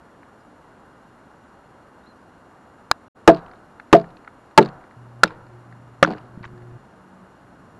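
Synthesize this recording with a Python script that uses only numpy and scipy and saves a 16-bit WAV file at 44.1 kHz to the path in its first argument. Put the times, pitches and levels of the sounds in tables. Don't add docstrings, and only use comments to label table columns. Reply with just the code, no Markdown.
import sys
import numpy as np
from scipy import signal
from scipy.fft import rfft, irfft
from scipy.io import wavfile
from scipy.ndimage import uniform_filter1d

SR = 44100
rng = np.random.default_rng(int(sys.argv[2]) if len(sys.argv) > 2 else 0)


def master_out(mix):
    frames = np.transpose(np.atleast_2d(mix))
    ceiling = np.clip(frames, -1, 1)
    pcm = np.round(ceiling * 32767).astype(np.int16)
    wavfile.write(sys.argv[1], SR, pcm)


def to_linear_factor(level_db):
    exponent = np.asarray(level_db, float) / 20
    return 10 ** exponent


N = 343759
T = np.arange(N) / SR

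KNOCK_CRACK_T60_S = 0.019
# start in seconds, force in dB, push in ms, bite in ms, fibre crack in dB.
CHOPS = [
    (3.2759, 7.006, 0.54, 5.7, -4.5),
    (3.9276, 5, 0.73, 5.1, -10),
    (4.5764, 6.993, 0.45, 7.4, -2.5),
]


def decay(t, t60):
    return np.exp(-np.log(1000) * t / t60)


def coloured(size, spectrum):
    hz, db = np.transpose(spectrum)
    log_hz = np.log(np.fft.rfftfreq(size, 1 / SR) + 1)
    gain = to_linear_factor(np.interp(log_hz, np.log(hz), db))
    x = irfft(rfft(rng.standard_normal(size)) * gain, size)
    return x / x.std()


def add(out, s, sound):
    i = int(s * SR)
    out[i:i + len(sound)] += sound[:N - i]


def walk(rate):
    k = int(SR / rate)
    held = np.repeat(rng.standard_normal(N // k + 1), k)
    return 1.3 * uniform_filter1d(uniform_filter1d(held, k), k)[:N]


def tone(rows, harmonic, db_column):
    rows = np.transpose(rows)
    edge = np.clip(np.minimum(T - rows[0, 0], rows[0, -1] - T) / 0.015, 0, 1)
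    phase = 2 * np.pi * np.cumsum(np.interp(T, rows[0], rows[1])) / SR
    level = np.sqrt(2) * edge * to_linear_factor(np.interp(T, rows[0], db_column))
    return level * np.sin(harmonic * phase)


def air():
    # frequency in Hz, level in dB per Hz.
    hiss_colour = [(12, -51.5), (20, -18), (55, -10), (96, -7), (172, -8.5), (261, -2.5), (420, -7.5),
                   (918, -7.5), (1480, -10.5), (2370, -27), (3220, -31), (5500, -37.5), (11700, -42.5),
                   (12600, -81)]
    # frequency in Hz, level in dB.
    wash_colour = [(20, -23.5), (50, -1), (110, 4), (190, 7), (300, -7.5), (500, -42), (2000, -90.5)]
    # start in seconds, level in dB.
    takes = [
        (0, -57),
        (3.1, -57),
        (4.961, -51),
        (6.78, -52),
    ]
    # centre in seconds, change in dB, half-width in seconds.
    swells = [
        (3.38, 10, 0.13),
        (4.1, 7, 0.13),
        (4.62, -2, .15),
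        (6.5, 6, 0.17),
    ]
    starts, levels_db = np.transpose(takes)
    wash_db = levels_db[(np.searchsorted(starts, T) - 1).clip(0)]
    wash_db = wash_db + sum(db * np.exp(-((T - s) / width) ** 2) for s, db, width in swells)
    wash = coloured(N, wash_colour) * to_linear_factor(wash_db - 4.5 + 1.8 * walk(9.1))
    hiss = coloured(N, hiss_colour) * to_linear_factor(-50.13 + 0.15 * walk(0.42))
    return hiss + wash


def whine():
    # frequency in Hz, level in dB.
    comb = [(2825, -78), (4246, -83), (5652, -87), (7073, -83), (8490, -93), (9898, -87), (11319, -91)]
    clock = np.cumsum(1 + .0003 * walk(4)) / SR
    throb = 1 + .3 * np.exp(2j * np.pi * 17.5 * T)
    out = np.zeros(N)
    for hz, db in comb:
        level = np.sqrt(2) * to_linear_factor(db + .8 * walk(30))
        out += level * (throb * np.exp(2j * np.pi * hz * clock)).imag
    return out


def drones():
    # time in seconds, level in dB, third harmonic in dB.
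    near_path = [
        (4.96, -44.5, -70),
        (5.23, -45, -63),
        (5.32, -54, -61.5),
        (5.55, -48, -54.5),
        (5.85, -47.5, -81),
        (6.29, -50.5, -62),
        (6.34, -44, -55.5),
        (6.59, -46, -49),
        (6.78, -39, -53.5),
    ]
    # time in seconds, pitch in Hz, level in dB.
    far_path = [
        (6.85, 188.8, -64.5),
        (7.1, 188, -55.5),
        (7.25, 188, -59.5),
        (7.6, 176.2, -63),
        (7.75, 184.6, -58.5),
    ]
    s, db, third_db = np.transpose(near_path)
    pitch_hz = 120 + 0.4 * rng.standard_normal(len(s))
    rows = np.transpose([s, pitch_hz])
    near = tone(rows, 1, db) + tone(rows, 3, third_db)
    far = tone(far_path, 1, np.transpose(far_path)[-1])
    return near * to_linear_factor(1.2 * walk(30)) + far * to_linear_factor(2.99 * walk(15))


def bird():
    # start in seconds, length in seconds, first pitch in Hz, last pitch in Hz, level in dB.
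    calls = [
        (2.027, .02, 3540, 4200, -66),
        (2.056, 0.077, 3650, 4300, -57),
        (.39, .04, 5000, 5000, -76),
        (2.195, .045, 5000, 5000, -74),
    ]
    rise_s, sag_hz_per_s = 0.0117, 3500
    out = np.zeros(N)
    for s, length, first_hz, last_hz, db in calls:
        path = [(s, first_hz),
                (s + rise_s, (first_hz + last_hz) / 2),
                (s + 2 * rise_s, last_hz),
                (s + max(length, 2 * rise_s), last_hz - sag_hz_per_s * length)]
        out += tone(path, 0.99, db + np.array([-8, 0, -6, -12]))
    return to_linear_factor(3.5 * walk(150) - 1) * out


def trunks(x):
    # frequency in Hz, level in dB.
    echo_colour = [(100, -6), (300, -8), (800, -0.5), (1500, -4), (2500, -20.5), (4500, -24), (7000, -47.5),
                   (16000, -78.5)]
    echo_db, echo_t60_s = -5.5, 0.8
    t = T[:SR]
    tail = coloured(SR, echo_colour) * decay(t, echo_t60_s) * (1 - np.exp(-t / 0.012))
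    return to_linear_factor(echo_db) * signal.fftconvolve(x, tail / np.sqrt(np.sum(tail ** 2)))[:N]


def litter():
    # start in seconds, level in dB, t60 in seconds, number of grains.
    showers = [
        (3.285, -30, .3, 190),
        (3.936, -34.5, .3, 180),
        (4.585, -37, 0.34, 170),
        (5.24, -34, .25, 180),
        (6.035, -32.5, .45, 170),
        (6.428, -47, 0.2, 150),
    ]
    # frequency in Hz, level in dB.
    grain_colour = [(300, -11), (1000, -1.5), (2000, -5.5), (2600, -2.5), (3400, -7.5), (4500, -5),
                    (5500, -27), (9000, -35), (16000, -72)]
    out, t = np.zeros(N), T[:SR // 2]
    grain = decay(t[:600], 0.004) * (t[:600] / 0.00037).clip(0, 1) ** 4
    for s, db, t60, grains in showers:
        when, size = rng.random((grains, 2)).T
        hits = np.zeros(len(t))
        places = (when ** 1.5 * t60 * SR).astype(int)
        np.add.at(hits, places, to_linear_factor(-3 * np.log(size.clip(.02))))
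        patter = np.sqrt(signal.fftconvolve(hits ** 2, grain)[:len(t)].clip(0))
        add(out, s, to_linear_factor(db - 7) * decay(t, t60) * patter * coloured(len(t), grain_colour))
    return out


def chips(rows, middle_db, body_db, t60):
    out, t = np.zeros(N), T[:2048]
    shape = decay(t, t60) * (1 - np.exp(-t / 0.0012))
    for s, db, hz in rows:
        upper = coloured(len(t), [(1500, -35), (hz - 900, -14), (hz, -1), (hz + 500, -4), (hz + 900, -20),
                                  (7000, -24), (10500, -36), (16000, -75)])
        middle = coloured(len(t), [(1200, -30), (2100, -9), (2700, -1), (3300, -9), (5000, -30), (16000, -60)])
        body = coloured(len(t), [(500, -20), (1100, 0.5), (1700, 2), (2300, -6), (4000, -48.5), (16000, -63.5)])
        odd_db = 3 * rng.standard_normal(2)
        middle = to_linear_factor(middle_db + 4.5 + odd_db[0]) * middle
        body = to_linear_factor(body_db + odd_db[1]) * body
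        add(out, s, to_linear_factor(db) * shape * (upper + middle + body))
    return out


def taps():
    # start in seconds, peak in dB.
    knocks_of_twigs = [
        (0.2292, -68),
        (6.1715, -61.5),
        (6.441, -54),
    ]
    twig_kind = (-2, 30, 0.02)
    return chips([(s, db, 4060) for s, db in knocks_of_twigs], *twig_kind)


def landings():
    # start in seconds, peak in dB.
    falls = [(3.4814, -57), (3.513, -54), (3.534, -55.5), (3.798, -46), (4.0422, -57), (3.915, -55),
             (4.2467, -57), (4.276, -50), (4.5107, -58), (4.811, -60), (4.839, -65), (4.9103, -56.5),
             (5.306, -49), (5.4674, -60), (5.725, -58), (6.3999, -61), (6.432, -54), (6.4766, -59),
             (6.577, -59.5), (6.6204, -63), (6.711, -65.5)]
    rows = [(s, db, 4060 + 300 * rng.standard_normal()) for s, db in falls]
    return chips(rows, middle_db=-8, body_db=18.4, t60=0.017)


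def splinters():
    # start in seconds, peak in dB, ring in Hz.
    clatter = [(3.2914, -23.5, 3720), (3.3138, -34, 4200), (3.3463, -33.5, 4500), (3.3624, -45, 4440),
               (3.3698, -39.5, 3800), (3.3902, -47.5, 3840), (3.4624, -46.5, 3900), (3.9504, -37, 3500),
               (3.9642, -27, 4500), (3.9717, -34, 3830), (3.9854, -39, 4370), (3.9967, -37, 4170),
               (4.013, -41, 4300), (4.089, -52, 4300), (4.104, -52, 4000), (4.1684, -48, 4100),
               (3.5563, -53, 4000), (4.5975, -39, 3800), (4.6074, -30.5, 4450), (4.6144, -29.5, 3900),
               (4.6204, -33, 4180), (4.6258, -24.5, 4000), (4.6325, -33.5, 3750), (4.6483, -35, 4350),
               (4.6584, -30.5, 4320), (4.677, -45, 3530), (4.6863, -38.5, 4330)]
    return chips(clatter, middle_db=-6, body_db=0.5, t60=0.015)


def shavings():
    # start in seconds, peak in dB, ring in Hz.
    scrapes = [(5.2574, -38, 3700), (5.2769, -37.5, 3500), (5.2894, -53, 3200), (6.0367, -20, 5870),
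               (6.0604, -36, 4080), (6.0764, -42, 4390), (6.0876, -48, 4160), (6.1037, -42, 4430),
               (6.111, -41.5, 4400), (6.123, -43, 4550), (6.1338, -41.5, 4200), (6.1639, -56, 4240),
               (6.1814, -49.5, 4500), (6.4474, -50.5, 5500), (6.452, -43, 3440), (6.458, -56, 7000)]
    return chips(scrapes, middle_db=-2.1, body_db=10, t60=0.018)


def bumps():
    # start in seconds, level in dB, pitch in Hz.
    thumps = [
        (6.375, -22.5, 190),
        (6.409, -27, 147),
        (6.463, -28, 130),
        (6.533, -28, 169),
        (6.613, -36, 199),
        (6.63, -34.5, 150.3),
        (6.685, -36, 159),
        (6.722, -30, 119),
        (6.753, -34.5, 150.2),
    ]
    out, t = np.zeros(N), T[:4096]
    for s, db, hz in thumps:
        shape = decay(t, 0.024) * (1 - np.exp(-t / 0.00037))
        add(out, s, to_linear_factor(db) * shape * np.sin(2 * np.pi * hz * t))
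    return out


def chatter():
    # start in seconds, pitch in Hz, level in dB, length in ms.
    bursts = [(2.9139, 1045, 5.5, 0.94), (2.915, 1285, -2.5, 2.2), (3.2766, 1160, 3.5, 1.6),
              (3.2787, 341, 5, 5.6), (3.9287, 1210, 4, 1.1), (3.9302, 300, 0, 4.8),
              (4.5776, 1000, 4.5, 1.6), (4.5803, 398, 3.5, 3.6), (5.234, 1049, -0.5, 1.65),
              (5.236, 1400, 6.5, 3.5), (5.243, 600, -12, 2.5), (5.252, 1400, -25, 3.2),
              (5.2585, 801, -29, 2.2), (5.269, 498, -27, 3.3), (6.0277, 1247, 5.5, 2.6),
              (6.0311, 1285, 1.5, 3), (6.0478, 1400, -3.5, 1.9), (6.087, 600, -20.5, 3.4),
              (6.116, 500, -27, 3.4)]
    rise_ms = 0.25
    out, ms = np.zeros(N), T[:1024] * 1000
    for s, hz, db, length_ms in bursts:
        shape = (1 - np.exp(-ms / rise_ms)) * np.exp(-(ms / length_ms) ** 4)
        add(out, s, to_linear_factor(db) * shape * np.sin(2 * np.pi * hz * ms / 1000))
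    return out


def thuds():
    # frequency in Hz, level in dB.
    dense_modes = [(120, -33), (200, -7.5), (400, -1), (700, -7.5), (1000, -13.5), (1500, -18), (2500, -44),
                   (16000, -81)]
    out, t = np.zeros(N), T[:SR // 2]
    shape = decay(t, 0.14) * (1 - np.exp(-t / 0.0013))
    for s, force_db, *_ in CHOPS:
        add(out, s, to_linear_factor(force_db - 11) * shape * coloured(len(t), dense_modes))
    return out


def bend():
    ms = (T - 2.9138) * 1000
    return -to_linear_factor(-2.5) * np.exp(-np.abs(ms) / np.where(ms < 0, 0.23, 0.1))


def blows(contacts, bodies, crack_t60):
    # frequency in Hz, level in dB.
    crack_colour = [(300, 7), (1000, -13.5), (2000, -9.5), (4000, 2), (7000, -6.5), (12000, -22.5),
                    (16000, -47)]
    out, fronts, t = np.zeros(N), np.zeros(N), T[:SR // 2]
    ms = t[:SR // 8] * 1000
    quick = signal.butter(2, 800, "high", fs=SR, output="sos")
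    crack_shape = decay(t, crack_t60 / 4) + 0.031 * decay(t, crack_t60)
    crack_shape = crack_shape * (1 - np.exp(-t / 0.00087))
    for (s, force_db, push_ms, bite_ms, crack_db), modes in zip(contacts, bodies):
        push = np.sin(np.pi * np.clip(ms / push_ms, 0, 1))
        push = push / push.sum()
        bite = np.exp(-(ms / bite_ms) ** 4) + 0.03 * decay(ms / 1000, 1.5 * crack_t60)
        stutter = rng.standard_normal(len(ms)) * bite / np.sqrt(bite_ms * SR / 1000)
        force = to_linear_factor(force_db) * (push + 1.56 * signal.sosfilt(quick, stutter))
        ring = np.zeros(len(t))
        for k, (hz, t60, db) in enumerate(modes):
            fade = decay(t, 1.227 * t60) * np.exp(-(t / t60) ** 2)
            ring += (-1) ** k * to_linear_factor(db) * fade * np.sin(2 * np.pi * hz * t)
        crack = to_linear_factor(crack_db) * coloured(len(t), crack_colour) * crack_shape
        add(out, s, signal.fftconvolve(force, ring)[:len(t)] + crack)
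        add(fronts, s, to_linear_factor(force_db) * push)
    radiated = signal.sosfilt(signal.butter(2, 100, "high", fs=SR, output="sos"), out)
    return np.array([radiated, fronts])


def snap():
    # start in seconds, force in dB, push in ms, bite in ms, crack in dB.
    breaks = [
        (2.9134, -3.5, 0.8, 2.2, 1),
    ]
    # frequency in Hz, t60 in seconds, level in dB.
    twig_modes = [(300, 0.03, -21.5), (446, 0.033, -27.5), (636, 0.004, -13), (1000, 0.008, -5.5),
                  (1400, 0.0098, -0.5), (1692, .016, -13), (2350, 0.0084, -12.5), (2730, 0.063, -44.5),
                  (3900, .035, -37), (4000, 0.0072, -2.5), (5010, 0.0048, -5), (7300, 0.0025, -13)]
    return blows(breaks, [twig_modes], crack_t60=0.019)[0]


def blade_ping():
    brush = (5.277, -22, 2, .5, -61)
    # frequency in Hz, t60 in seconds, level in dB.
    steel_modes = [(5200, .04, -21), (3600, .02, -28.5), (2400, .02, -23.5)]
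    return blows([brush], [steel_modes], KNOCK_CRACK_T60_S)[0]


def knocks():
    # start in seconds, force in dB, push in ms.
    rocking = [
        (5.2441, -15, 1.1),
        (6.0338, -9.5, 1.9),
        (6.073, -13.5, 1.8),
        (6.085, -16.5, 1.5),
        (6.098, -18, 0.94),
        (6.106, -15, 0.87),
        (6.116, -18.5, 0.82),
        (6.129, -26, 0.73),
        (6.148, -26, 1.14),
    ]
    # frequency in Hz, t60 in seconds, level in dB.
    damped_modes = [(170, 0.08, -9.5), (213, 0.042, -4.5), (308.4, 0.1, -12), (430, 0.048, -6),
                    (540, 0.02, -10.5), (720, 0.021, -7), (1100, 0.01, -16), (1497, 0.02, -19.5)]
    contacts = [(s, db, push_ms, 1.9, db - 40) for s, db, push_ms in rocking]
    return blows(contacts, [damped_modes] * len(contacts), KNOCK_CRACK_T60_S)


def rebounds():
    # start in seconds, force in dB.
    jumps = [
        (3.2895, 2),
        (3.9435, -4),
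        (4.5845, -7),
    ]
    # frequency in Hz, t60 in seconds, level in dB in rebound one, two and three.
    branch_modes = [(553, 0.07, -8.5, -9, -17), (664, 0.12, 0.5, -1.5, -14),
                    (701.7, 0.069, -4.5, -0.5, -16), (778, 0.043, -11.5, -21, -14),
                    (1686, .03, -14.5, -16, -15)]
    branch = np.array(branch_modes)
    contacts = [(s, db, 0.599, 1.8, -30.5) for s, db in jumps]
    bodies = [branch[:, [0, 1, k]] for k in (2, 3, 4)]
    return blows(contacts, bodies, KNOCK_CRACK_T60_S)


def trims():
    # start in seconds, force in dB, push in ms, bite in ms, crack in dB.
    slices = [
        (5.2338, -2.5, 0.44, 0.62, -7.5),
        (5.236, -1, 0.33, 2.8, 0),
        (6.027, 4, 0.45, 4.1, -9),
        (6.0488, -15, 0.59, 2.5, -40.5),
    ]
    # frequency in Hz, t60 in seconds, level in dB.
    stake_modes = [(172.1, 0.12, -16), (314, 0.29, -29.5), (547.7, 0.032, -4), (897.5, 0.013, -8.5),
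                   (1354, 0.015, -2.5), (1770, 0.013, -6.5), (2060, .011, -10.5), (2360, 0.012, -16),
                   (2610, 0.01, -13.5), (3495, 0.014, -15), (5660, 0.017, -26.5)]
    return blows(slices, [stake_modes] * len(slices), crack_t60=0.037)


def chops():
    # frequency in Hz, t60 in seconds, level in dB in chop one, two and three.
    log_modes = [(138.7, 0.32, -32.5, -29.5, -25.5), (169.7, .26, -21.5, -19.5, -24.5),
                 (216.9, 0.2, -27.5, -22, -17), (310.8, 0.15, -14, -14, -16),
                 (334.5, 0.11, -6.5, -8, -22.5), (372.1, 0.13, -15.5, -12.5, -9),
                 (414.4, 0.13, -12, -3, -6), (472.6, .11, -10.5, -8.5, -11), (565.7, 0.072, -8, -3.5, -8.5),
                 (667, 0.07, -12, -16, -5), (713, 0.045, -12, -19, -10), (884.4, 0.033, -3.5, -8.5, -0.5),
                 (1000, 0.013, -6.5, -1, -1.5), (1232, 0.031, -7.5, -3, -12.5),
                 (1657.6, 0.035, -18.5, -17.5, -13), (1990, .022, -17.5, -26, -13.5),
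                 (2696, 0.013, -17, -15.5, -26.5)]
    log = np.array(log_modes)
    return blows(CHOPS, [log[:, [0, 1, k]] for k in (2, 3, 4)], crack_t60=0.063)


def scene():
    background = air() + whine() + drones() + bird()
    debris = litter() + taps() + landings() + splinters() + shavings()
    wood, fronts = knocks() + rebounds() + trims() + chops()
    contact = bumps() + chatter() + thuds() + bend() + snap() + blade_ping()
    return (background + trunks(fronts) + debris + contact + wood)[None]


def band_limit(x):
    return signal.sosfilt(signal.butter(12, 15990, fs=SR, output="sos"), x)


def record(dry):
    cut_out_s, cut_in_s, fade_in_s = 3.083, 3.147, 0.022
    splice = np.clip(np.maximum((cut_out_s - T) / 0.0011, (T - cut_in_s) / fade_in_s), 0, 1)
    overloaded = np.clip(dry, -1, 1)
    dull = signal.sosfilt(signal.butter(4, 14000, fs=SR, output="sos"), overloaded)
    dull = signal.sosfilt(signal.ellip(8, 0.2, 60, 15800, fs=SR, output="sos"), dull)
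    return band_limit(dull * splice)


dry = scene()
out = record(dry)
master_out(out)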